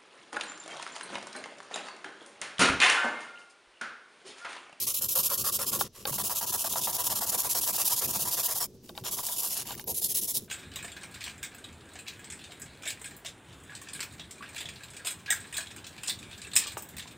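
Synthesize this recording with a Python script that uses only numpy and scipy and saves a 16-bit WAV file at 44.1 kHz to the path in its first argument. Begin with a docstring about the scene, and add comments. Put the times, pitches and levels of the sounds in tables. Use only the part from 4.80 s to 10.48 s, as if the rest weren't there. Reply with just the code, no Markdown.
"""A dense crackling hiss comes first: a steel wire brush scrubs a rusty rod in a plastic tub of shallow water.
It goes to and fro, mostly 14 to 18 strokes a second. Random clicks, filtered like bristles, make the hiss;
clicks through resonances make the rod and tub shake. Noise bursts and ringing tones make the rod's knocks.
Tiny noise grains crunch like rust, low noise sloshes and short fading tones gulp.
Behind it all are faint echoes and a steady outdoor hush."""
import sys
import numpy as np
from scipy import signal
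from scipy.fft import rfft, irfft
from scipy.io import wavfile

SR = 44100
rng = np.random.default_rng(int(sys.argv[2]) if len(sys.argv) > 2 else 0)


def pcm_store(signal):
    """Save signal as 16-bit PCM."""
    levels = np.round(np.clip(np.atleast_2d(signal), -1, 1) * 32767)
    wavfile.write(sys.argv[1], SR, levels.astype(np.int16).T)


N = 250488
T = np.arange(N) / SR


def undb(db):
    """Turn decibels into gain."""
    return 10 ** (np.asarray(db) / 20)


def unit(x):
    """Scale each row to an average (rms) strength of 1."""
    return x / np.sqrt(np.mean(x ** 2, axis=-1, keepdims=True) + 1e-18)


def bins(size):
    """List the frequencies of a spectrum in Hz, kept above zero."""
    return np.maximum(np.fft.rfftfreq(size, 1 / SR), 1)


def shape(points, hz):
    """Read the gain at each frequency from a table of (Hz, dB) points."""
    f, db = np.transpose(points)
    return undb(np.interp(np.log(hz), np.log(f), db))


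def colour(x, gain):
    """Filter a sound with one gain per frequency, without any sound before its start."""
    size = x.shape[-1]
    # folding the cepstrum forward in time gives a minimum-phase filter
    cepstrum = irfft(np.log(gain + 1e-6), size)
    cepstrum[1:size // 2] *= 2
    cepstrum[size // 2 + 1:] = 0
    return irfft(rfft(x) * np.exp(rfft(cepstrum)), size)


def add(out, s, x):
    """Mix a stereo sound in at time s."""
    i = int(s * SR)
    a, b = max(i, 0), min(i + x.shape[1], N)
    out[:, a:b] += x[:, a - i:b - i]


def walk(rate, size):
    """Wander at random between new values drawn rate times a second, with a spread near 1."""
    knots = rng.standard_normal(1024)
    return 1.2 * np.interp(np.arange(size) / SR * rate, np.arange(1024), knots)


def flicks(rate, spread_db, size):
    """Make two rows of random clicks, rate per second, of widely varying strength."""
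    strength = undb(spread_db * np.clip(rng.standard_normal((2, size)), -3, 2.5))
    happens = rng.random((2, size)) < rate / SR
    return happens * rng.choice([-1, 1], (2, size)) * strength


# How wide the sound is. Each row: frequency in Hz, level of the side against the middle in dB.
SIDE_LEVEL = [(30, -29), (100, -18.5), (1000, -19.5), (1900, -14), (2450, -12), (2800, -7.5), (5500, -8),
              (8000, -8), (10000, -6), (11300, -24), (12800, -5), (13800, -8), (16000, -10)]


def stereo(pair):
    """Make left and right from two unrelated rows, middle and side; the treble is wider than the bass."""
    mid = pair[0]
    side = colour(pair[1], shape(SIDE_LEVEL, bins(pair.shape[1])))
    return np.array([mid + side, mid - side])


# Spells of even scrubbing, each opening with a push. Each row: start in seconds, end in seconds,
# number of strokes, share of a cycle spent pushing, time the bent wires scrape past each turn in seconds,
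# bristle hiss in dB, rod and tub in dB on a push, rod and tub in dB on a pull.
# These levels are settings: scrubbing() lifts them, and the hiss varies from stroke to stroke.
SPELLS = [(-.087, 0.344, 6, 0.5, 0.0033, -31, -53.5, -60.5),
          (0.341, 0.775, 6, .55, 0.0035, -29, -42.5, -53),
          (0.779, 1.037, 4, 0.57, 0.0014, -29.5, -43, -53.5),
          (1.259, 1.716, 8, 0.46, 0.0046, -33, -43.5, -51.5),
          (1.717, 2.067, 6, 0.41, 0.007, -31, -43, -53.5), (2.062, 2.623, 10, 0.49, 0.005, -31, -42.5, -49),
          (2.62, 3.205, 10, 0.56, 0.0034, -30.5, -44, -52.5),
          (3.202, 3.854, 11, 0.53, 0.0085, -30.5, -45.5, -50),
          (4.236, 4.48, 4, .52, 0.0062, -35.5, -49.5, -54.5),
          (4.469, 4.746, 4, 0.58, 0.015, -34.5, -51, -55.5),
          (4.74, 4.835, 1, 0.41, 0.0044, -34.5, -55.5, -55),
          (5.065, 5.206, 2, 0.47, 0.0025, -34, -46.5, -59.5),
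          (5.207, 5.59, 6, 0.54, 0.0029, -31, -59.5, -59.5)]
STROKE_SPREAD_DB = 1.5  # no two strokes are alike
PUSH_LEAN_DB, PULL_LEAN_DB = 6.3, 8  # growth during a stroke, roughly from first half to second
# the dip in the tone of a push and of a pull: shift of its centre in octaves, half width in Hz
PUSH_DIP, PULL_DIP = (.12, 270), (-.06, 430)


def to_and_fro():
    """Alternate pushes and pulls: rows (start s, end s, hiss dB, rod and tub dB, growth dB, dip)."""
    strokes = []
    for start, end, count, push_share, overlap_s, hiss_db, push_db, pull_db in SPELLS:
        k = np.arange(count + 1)
        # a whole cycle is a push and a pull
        cycles = k // 2 + push_share * (k % 2)
        turns = start + (end - start) * cycles / cycles[-1]
        for i, effort in enumerate(rng.standard_normal(count)):
            push = (push_db, PUSH_LEAN_DB, PUSH_DIP)
            pull = (pull_db, PULL_LEAN_DB, PULL_DIP)
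            way = pull if i % 2 else push
            strokes.append((turns[i], turns[i + 1] + overlap_s, hiss_db + STROKE_SPREAD_DB * effort, *way))
    return strokes


# The brush grazes the rod while it is shifted. Each row: start in seconds, end in seconds,
# bristle hiss in dB, rod and tub in dB, growth in dB (both levels before the lift in scrubbing()).
GRAZES = [(1.024, 1.079, -47, -57.5, 5), (1.13, 1.261, -52.5, -63, 0), (4.018, 4.122, -59.5, -83, 14),
          (4.139, 4.224, -55, -64, 9), (4.841, 4.972, -43, -54.5, 1), (4.96, 5.039, -49, -62, -1),
          (5.569, 5.684, -54.5, -80, -16)]


def grazes():
    """Treat each light graze as a stroke with the tone dip of a pull."""
    return [(*graze, PULL_DIP) for graze in GRAZES]


# the wires catch unevenly on the rust: slow and fast swing of the force
SLOW_CATCH_DB, FAST_CATCH_DB = 1.0, 1.2
DIP_RISE_OCT = .18  # the dip climbs this far during a stroke


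def scrubbing(strokes, size=8192):
    """Each stroke speeds up and eases off; tufts catch on the rust and let their wires go in bursts."""
    out, hz, t = np.zeros((2, N)), bins(size), T[:size]
    for start, end, hiss_db, tub_db, lean_db, (shift_oct, width_hz) in strokes:
        span = max(end - start, .02)
        lead = span / 10
        # place along the stroke: 0 at its start, 1 at its end
        along = np.minimum((t - lead) / span, 1.1)
        catching_db = SLOW_CATCH_DB * walk(132.6, size) + FAST_CATCH_DB * walk(599.0, size)
        force = undb(1.1 * lean_db * (along - .5) + catching_db)

        # under a light touch few wires flick and the hiss turns to crackle
        rate = 9000 * undb(0.57 * (hiss_db + 30.5))
        # now and then a bent wire snaps free with a tick of its own
        ticks = undb(-14) * unit(flicks(45, 4, size))
        wires = unit(flicks(rate, 3, size)) + ticks
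        speed = glide(along, bite=.25, release=.4, rest=.28)
        hiss = colour(wires * force * speed, bristle_gain(start, hz, hiss_db))

        # the shaking of rod and tub grows less along the stroke than the hiss
        push = force * glide(along, bite=.2, release=.55, rest=.22) * undb(-4 * along)
        ring = tub(flicks(1200, 4, size) * push, start)
        sound = undb(hiss_db + 1.03) * unit(hiss) + undb(tub_db + 2.5) * unit(ring)

        # fade from a lower dip to a higher one during the stroke
        low_oct, high_oct = shift_oct - DIP_RISE_OCT / 2, shift_oct + DIP_RISE_OCT / 2
        early = colour(sound, tone_dip(start, hz, hiss_db, low_oct, width_hz))
        late = colour(sound, tone_dip(start, hz, hiss_db, high_oct, width_hz))
        sound = early + (late - early) * np.clip(2 * along - .5, 0, 1)
        # the square root keeps the level right over the stroke itself
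        add(out, start - lead, stereo(sound * np.sqrt(span / t[-1])))
    return out


def glide(along, bite, release, rest):
    """Sliding speed over a stroke: the wires bite, run and ease off; a soft rustle carries over the turn."""
    rise = np.clip(along / bite, 0, 1)
    fall = np.clip((1 - along) / release, 0, 1)
    rustle = np.clip(5 * np.minimum(along + .1, 1.1 - along), 0, 1)
    return np.sin(np.pi / 2 * rise) ** 4 * np.sin(np.pi / 2 * fall) ** 2 + rest * rustle


# below a firm touch the hiss dulls: its level there, the range down to the lightest touch
FIRM_DB, TOUCH_RANGE_DB = -36.5, 0.5
FIRM_TILT_DB, LIGHT_TILT_DB = 0.06, -4  # brightness in dB per octave


def firmness(level_db):
    """Tell how hard the brush is pressed: 0 for the lightest touch, 1 for firm scrubbing."""
    return np.interp(level_db, [FIRM_DB - TOUCH_RANGE_DB, FIRM_DB], [0, 1])


# Tone of the scrubbing over time, with a thin place in the sound between low ring and hiss.
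# Each row: time in seconds, wire resonance in Hz, its lift in dB, lower edge of the hiss in Hz,
# centre of the thin place (the dip) in Hz, its depth in dB.
# The wire resonance and the dip are varied at random around these values.
SCRUB_TONE = [(0, 11500, 1, 2830, 1630, -16), (.3, 12400, 8.5, 2680, 1960, -18),
              (.95, 12250, -1, 2720, 1950, -12), (2, 12000, -0.5, 2800, 2080, -10),
              (2.6, 11200, 1.5, 2370, 2380, -12), (3.7, 11000, 0.5, 2470, 2350, -13),
              (4.3, 10850, 0.5, 2830, 1820, -9), (4.9, 11400, 6.5, 2840, 1700, -9),
              (5.101, 11000, 8.5, 3130, 1390, -30), (5.6, 10000, 4, 3200, 1320, -10)]
# Basic colour of the bristle hiss. Each row: frequency in Hz, level in dB per Hz.
BRISTLE_COLOUR = [(2800, -7), (4400, -5.5), (5200, -2.5), (5600, -.5), (6100, -3), (7100, 0), (8000, -3.5),
                  (9000, -1), (9700, 0), (11000, 2), (12400, 3), (13500, -4), (15700, 0.5)]


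def bristle_gain(s, hz, level_db=0, wire_width_hz=600, wire_scatter=0.021, leak_db=-9, ripple_db=2.33):
    """Colour of one stroke: a steep lower edge, ringing wires and a random ripple; a light touch is duller."""
    times, *columns, _, _ = np.transpose(SCRUB_TONE)
    wire_hz, wire_db, edge_hz = (np.interp(s, times, c) for c in columns)
    tilt_db = LIGHT_TILT_DB + (FIRM_TILT_DB - LIGHT_TILT_DB) * firmness(level_db)
    wire_hz = wire_hz * (1 + wire_scatter * rng.standard_normal())
    # a little sound leaks through below the edge
    leak = undb(leak_db - 0.88 * tilt_db) * hz / (hz + 700) / (1 + (hz / edge_hz) ** 10)
    edge = 1 / np.sqrt(1 + (edge_hz / hz) ** 20) + leak
    wires = wire_db / (1 + ((hz - wire_hz) / wire_width_hz) ** 2)
    tilt = tilt_db * np.log2(np.maximum(hz, edge_hz) / 8000)
    ripple = np.interp(hz, np.linspace(0, SR / 2, 70), rng.standard_normal(70))
    return shape(BRISTLE_COLOUR, hz) * edge * undb(wires + tilt + ripple_db * ripple)


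def tone_dip(s, hz, level_db, shift_oct, width_hz):
    """A thin place in a firm stroke's sound, between low ring and hiss; its place and depth vary at random."""
    times, *_, centres, depths = np.transpose(SCRUB_TONE)
    centre_hz = np.interp(s, times, centres) * 2 ** (shift_oct + .08 * rng.standard_normal())
    depth_db = firmness(level_db) * np.interp(s, times, depths) * rng.uniform(.5, 1.5)
    return undb(depth_db * np.exp(-2 * ((hz - centre_hz) / width_hz) ** 2))


# Resonances (modes) of the rod and tub. Each row: typical frequency in Hz, width in Hz,
# typical level in dB in the first grip, in the second, in the third.
TUB_MODES = [(446, 88, -10, -12.5, 0.5), (534, 85, 1, -7, -11), (620.3, 63, -5.5, 0.5, -1),
             (670, 153, -8.5, -0.5, -0.5), (973.4, 70, 0.5, 3.5, -3), (1064, 94, 0.5, -3, -20),
             (1137, 80, 3, -1.5, -14), (1394, 74, -5, -9.5, -40), (1550, 86, -9, -10, -32),
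             (1820, 630, -11.5, -14.5, -27)]
# Times when the grip changes, in seconds.
REGRIP_TIMES = [1.3, 5.03]


def tub(push, s, detune=0.01, vary_db=1.5):
    """Rod and tub ring at their resonances, which shift a little with every placing of the brush."""
    hz, grip = bins(push.shape[1]), np.searchsorted(REGRIP_TIMES, s)
    response = 0
    for k, (f, width, *dbs) in enumerate(TUB_MODES):
        f = f * (1 + detune * rng.standard_normal())
        gain = undb(dbs[grip] + vary_db * rng.standard_normal())
        # neighbouring modes swing in opposite directions
        response = response + (-1) ** k * gain / (1 + 1j * f / width * (hz / f - f / hz))
    return irfft(rfft(push) * response)


# A tuft snags hard on a ridge and springs free. Each row: time in seconds, level in dB.
HARD_SNAGS = [(.068, -30), (.141, -29), (.22, -25), (.353, -24), (.4, -26), (.461, -28), (.674, -26),
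              (.928, -28), (2.268, -24), (2.494, -24), (2.846, -27), (2.873, -25), (2.961, -26),
              (3.076, -22), (3.657, -27), (4.465, -30), (4.772, -28)]


def snags(strokes, size=4096):
    """A snagged tuft springs free: wire flicks build fast and die within a few hundredths of a second."""
    out, hz, t = np.zeros((2, N)), bins(size), T[:size]
    build_s, spring_s = .003, .007
    burst = (1 - np.exp(-t / build_s)) * np.exp(-t / spring_s)
    for s, db in catches(strokes) + list(HARD_SNAGS):
        gain = bristle_gain(s, hz) * tone_dip(s, hz, FIRM_DB, *PULL_DIP)
        shower = unit(colour(flicks(4300, 3.2, size), gain))
        add(out, s, stereo(shower * burst / burst.max() * undb(db)))
    return out


# delay after each turn in seconds, level against the stroke's hiss setting, spread
CATCH_S, CATCH_DB, CATCH_SPREAD_DB = 0.012, -6, 1.5


def catches(strokes):
    """The tufts snag lightly as each stroke takes hold: rows (time s, level dB)."""
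    events = []
    for start, _, hiss_db, *_ in strokes:
        spread_db = CATCH_SPREAD_DB * np.clip(rng.standard_normal(), -2, 1)
        events.append((start + CATCH_S, hiss_db + CATCH_DB + spread_db))
    return events


# Knocks and clicks of rod and brush. Each row: time in seconds, level in dB over 5 ms,
# sharp crack in dB against the tub's ring, ring of the rod in dB against the tub's ring,
# brightness of the crack in dB per octave.
KNOCKS = [(.387, -27, 20, 0, 4), (.95, -28, 20, 0, 4), (.791, -27, 10, -8, 6), (.99, -30, 14, -5, 5),
          (1.0103, -17, 7, -4, 1.5), (1.254, -26, 4, 5, -4), (1.327, -30, 10, -8, 3),
          (1.382, -29, 8, -8, 4), (1.496, -25.5, 12, -5, 3), (1.843, -27, 8, -6, 2), (1.936, -30, 9, 3, 0),
          (1.957, -26, 3, -8, 4), (2.072, -27, 6, -6, 4), (2.166, -32, 12, 0, 2), (2.275, -29, 6, -3, 2),
          (2.588, -29, 8, -6, 4), (2.876, -21, 22, 0, 6), (2.946, -29, 14, 3, 1), (3.077, -24, 20, 3, 4),
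          (4.093, -39, 0, 0, -3), (4.152, -48, 8, 10, -4), (4.177, -33, 0, 3, -2), (4.239, -38, 8, -2, 2),
          (4.388, -34, -2, -6, 2), (4.432, -32, 16, 0, 4), (4.487, -35, 14, 8, -1), (4.821, -39, 16, 8, -1),
          (4.855, -39, 20, 4, 3), (4.907, -31, 6, 3, -2), (4.926, -37, 4, -3, -2), (4.996, -34, 18, 10, -2),
          (5.041, -28, 30, 0, 9), (5.077, -25, 24, 0, 8), (5.218, -28, 26, 0, 7)]


def knocks(size=8192):
    """Steel strikes steel with a short crack and a faint rattle, and rod and tub ring with it."""
    out, t = np.zeros((2, N)), T[:size]
    crack_s, rattle_s, rattle_db = .0015, .008, -21
    contact = np.exp(-t / crack_s) + undb(rattle_db) * np.exp(-t / rattle_s)
    for s, db, crack_db, rod_db, tilt_db in KNOCKS:
        blow = rng.standard_normal((2, size)) * contact
        ring = unit(np.array([rod(t), rod(t)]))
        sound = undb(crack_db) * crack(blow, tilt_db) + undb(rod_db) * ring + unit(tub(blow, s))
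        add(out, s, stereo(unit(sound) * undb(db) * np.sqrt(.005 / t[-1])))
    return out


# Basic colour of a crack. Each row: frequency in Hz, level in dB per Hz.
CRACK_COLOUR = [(300, -17), (1000, -14), (1800, 7.5), (2300, 3), (2800, -11), (4000, -7.5), (5500, 4),
                (9000, -21), (16000, 15)]


def crack(x, tilt_db):
    """Colour noise like steel striking steel; a higher tilt is brighter, like a lone wire clicking."""
    hz = bins(x.shape[1])
    tilt = undb(tilt_db * np.log2(np.maximum(hz / 2500, 1)))
    return unit(colour(x, shape(CRACK_COLOUR, hz) * tilt))


# Resonances of the struck steel rod. Each row: typical frequency in Hz,
# time to fade by 60 dB in seconds, typical starting level in dB.
ROD_MODES = [(835, 0.053, 3), (1623, 0.033, -3.5), (2550, 0.019, -5), (3128, 0.015, 2), (3720, 0.022, 7),
             (4404, 0.021, 0)]


def rod(t, vary_db=2):
    """The struck rod rings briefly, damped by hand and water; each blow stirs its modes differently."""
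    ring = 0
    for f, t60, db in ROD_MODES:
        fade = undb(db + vary_db * rng.standard_normal() - 60 * t / t60)
        f = f * (1 + 0.019 * rng.standard_normal())
        ring = ring + fade * np.sin(2 * np.pi * f * t)
    return ring


# Loose rust crunches under the wires. Each row: start in seconds, end in seconds,
# grains per second, level in dB, brightness in dB per octave.
RUST_SPELLS = [(1.3, 3.85, 14, -49, 5), (4.03, 4.11, 700, -57, 5), (4.25, 4.75, 45, -47, 2),
               (4.8, 4.955, 130, -46, -1.5), (5.585, 5.665, 300, -54, 11)]


def grit(size=131072):
    """Flakes of rust break one by one, each with a tiny crunch of fading noise."""
    out, t = np.zeros((2, N)), T[:size]
    crunch = np.exp(-t[t < .01] / .0006)
    for start, end, rate, db, tilt_db in RUST_SPELLS:
        breaks = np.abs(flicks(rate, 4, size)[0]) * (t < end - start)
        grains = rng.standard_normal((2, size)) * signal.oaconvolve(breaks, crunch)[:size]
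        level = undb(db) * np.sqrt((end - start) / t[-1])
        add(out, start, stereo(crack(grains, tilt_db) * level))
    return out


# How strongly the stirred water sounds. Each row: time in seconds, level in dB.
SLOSH_LEVEL = [(0, -52.5), (.92, -49), (1.02, -43), (1.12, -58.5), (1.3, -46), (1.58, -52.5), (1.75, -51.5),
               (2.4, -50.5), (3.2, -53), (3.39, -45), (3.6, -54.5), (4.2, -50), (4.66, -58), (4.8, -51),
               (5.68, -50)]
# Colour of the sloshing. Each row: frequency in Hz, level in dB per Hz.
WATER_COLOUR = [(20, -41), (45, -5), (90, 2.5), (135, 4.5), (165, -2), (205, 3.5), (280, -4), (370, 3.5),
                (500, -8.5), (800, -24.5), (2000, -44), (8000, -32)]


def water():
    """Low, uneven sloshing around the rod, made from noise of wandering strength."""
    level_db = np.interp(T, *np.transpose(SLOSH_LEVEL))
    churn = rng.standard_normal((2, N)) * undb(3.5 * walk(40, N))
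    slosh = unit(colour(churn, shape(WATER_COLOUR, bins(N))))
    return stereo(slosh * undb(level_db))


# The rod plunges and the water gulps. Each row: time in seconds, pitch in Hz,
# level in dB from which the tone fades.
GULPS = [(1.311, 139, -33.5), (1.36, 201, -38), (3.365, 189, -36), (3.418, 146, -38), (4.22, 130, -39.5),
         (5.076, 195, -40.5)]


def gulps(decay_s=0.015, size=4096):
    """Large pockets of water swing for a few cycles: short fading tones in the middle."""
    out, t = np.zeros((2, N)), T[:size]
    for s, hz, db in GULPS:
        swing = np.sin(2 * np.pi * hz * t) * np.exp(-t / decay_s)
        add(out, s, np.ones((2, 1)) * undb(db) * swing)
    return out


# Colour of the outdoor hush. Each row: frequency in Hz, level in dB per Hz.
HUSH_COLOUR = [(30, 14.5), (300, 2.5), (700, -7), (2000, -14), (6000, -3), (16000, -54)]


def yard(near, t60=0.18, echo_db=-28, air_db=-64, size=16384):
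    """Faint echoes from nearby walls, made with fading noise, over a steady outdoor hush."""
    t = T[:size]
    # the echoes begin after 4 ms
    tails = rng.standard_normal((2, size)) * undb(-60 * t / t60) * (t > .004)
    centre = near.mean(axis=0)
    echoes = np.array([signal.fftconvolve(centre, tail / np.linalg.norm(tail))[:N] for tail in tails])
    hush = unit(colour(rng.standard_normal((2, N)), shape(HUSH_COLOUR, bins(N))))
    return undb(echo_db) * echoes + undb(air_db) * stereo(hush)


def scene():
    """Brush, knocks, rust and water in the yard."""
    strokes = to_and_fro()
    brush = scrubbing(strokes + grazes()) + snags(strokes)
    near = brush + knocks() + grit() + water() + gulps()
    return near + yard(near)


def record(dry, top_hz=15800):
    """The recorder cuts the top steeply, with a low-pass filter."""
    return signal.sosfilt(signal.ellip(12, .2, 80, top_hz, fs=SR, output="sos"), dry)


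dry = scene()
out = record(dry)
pcm_store(out)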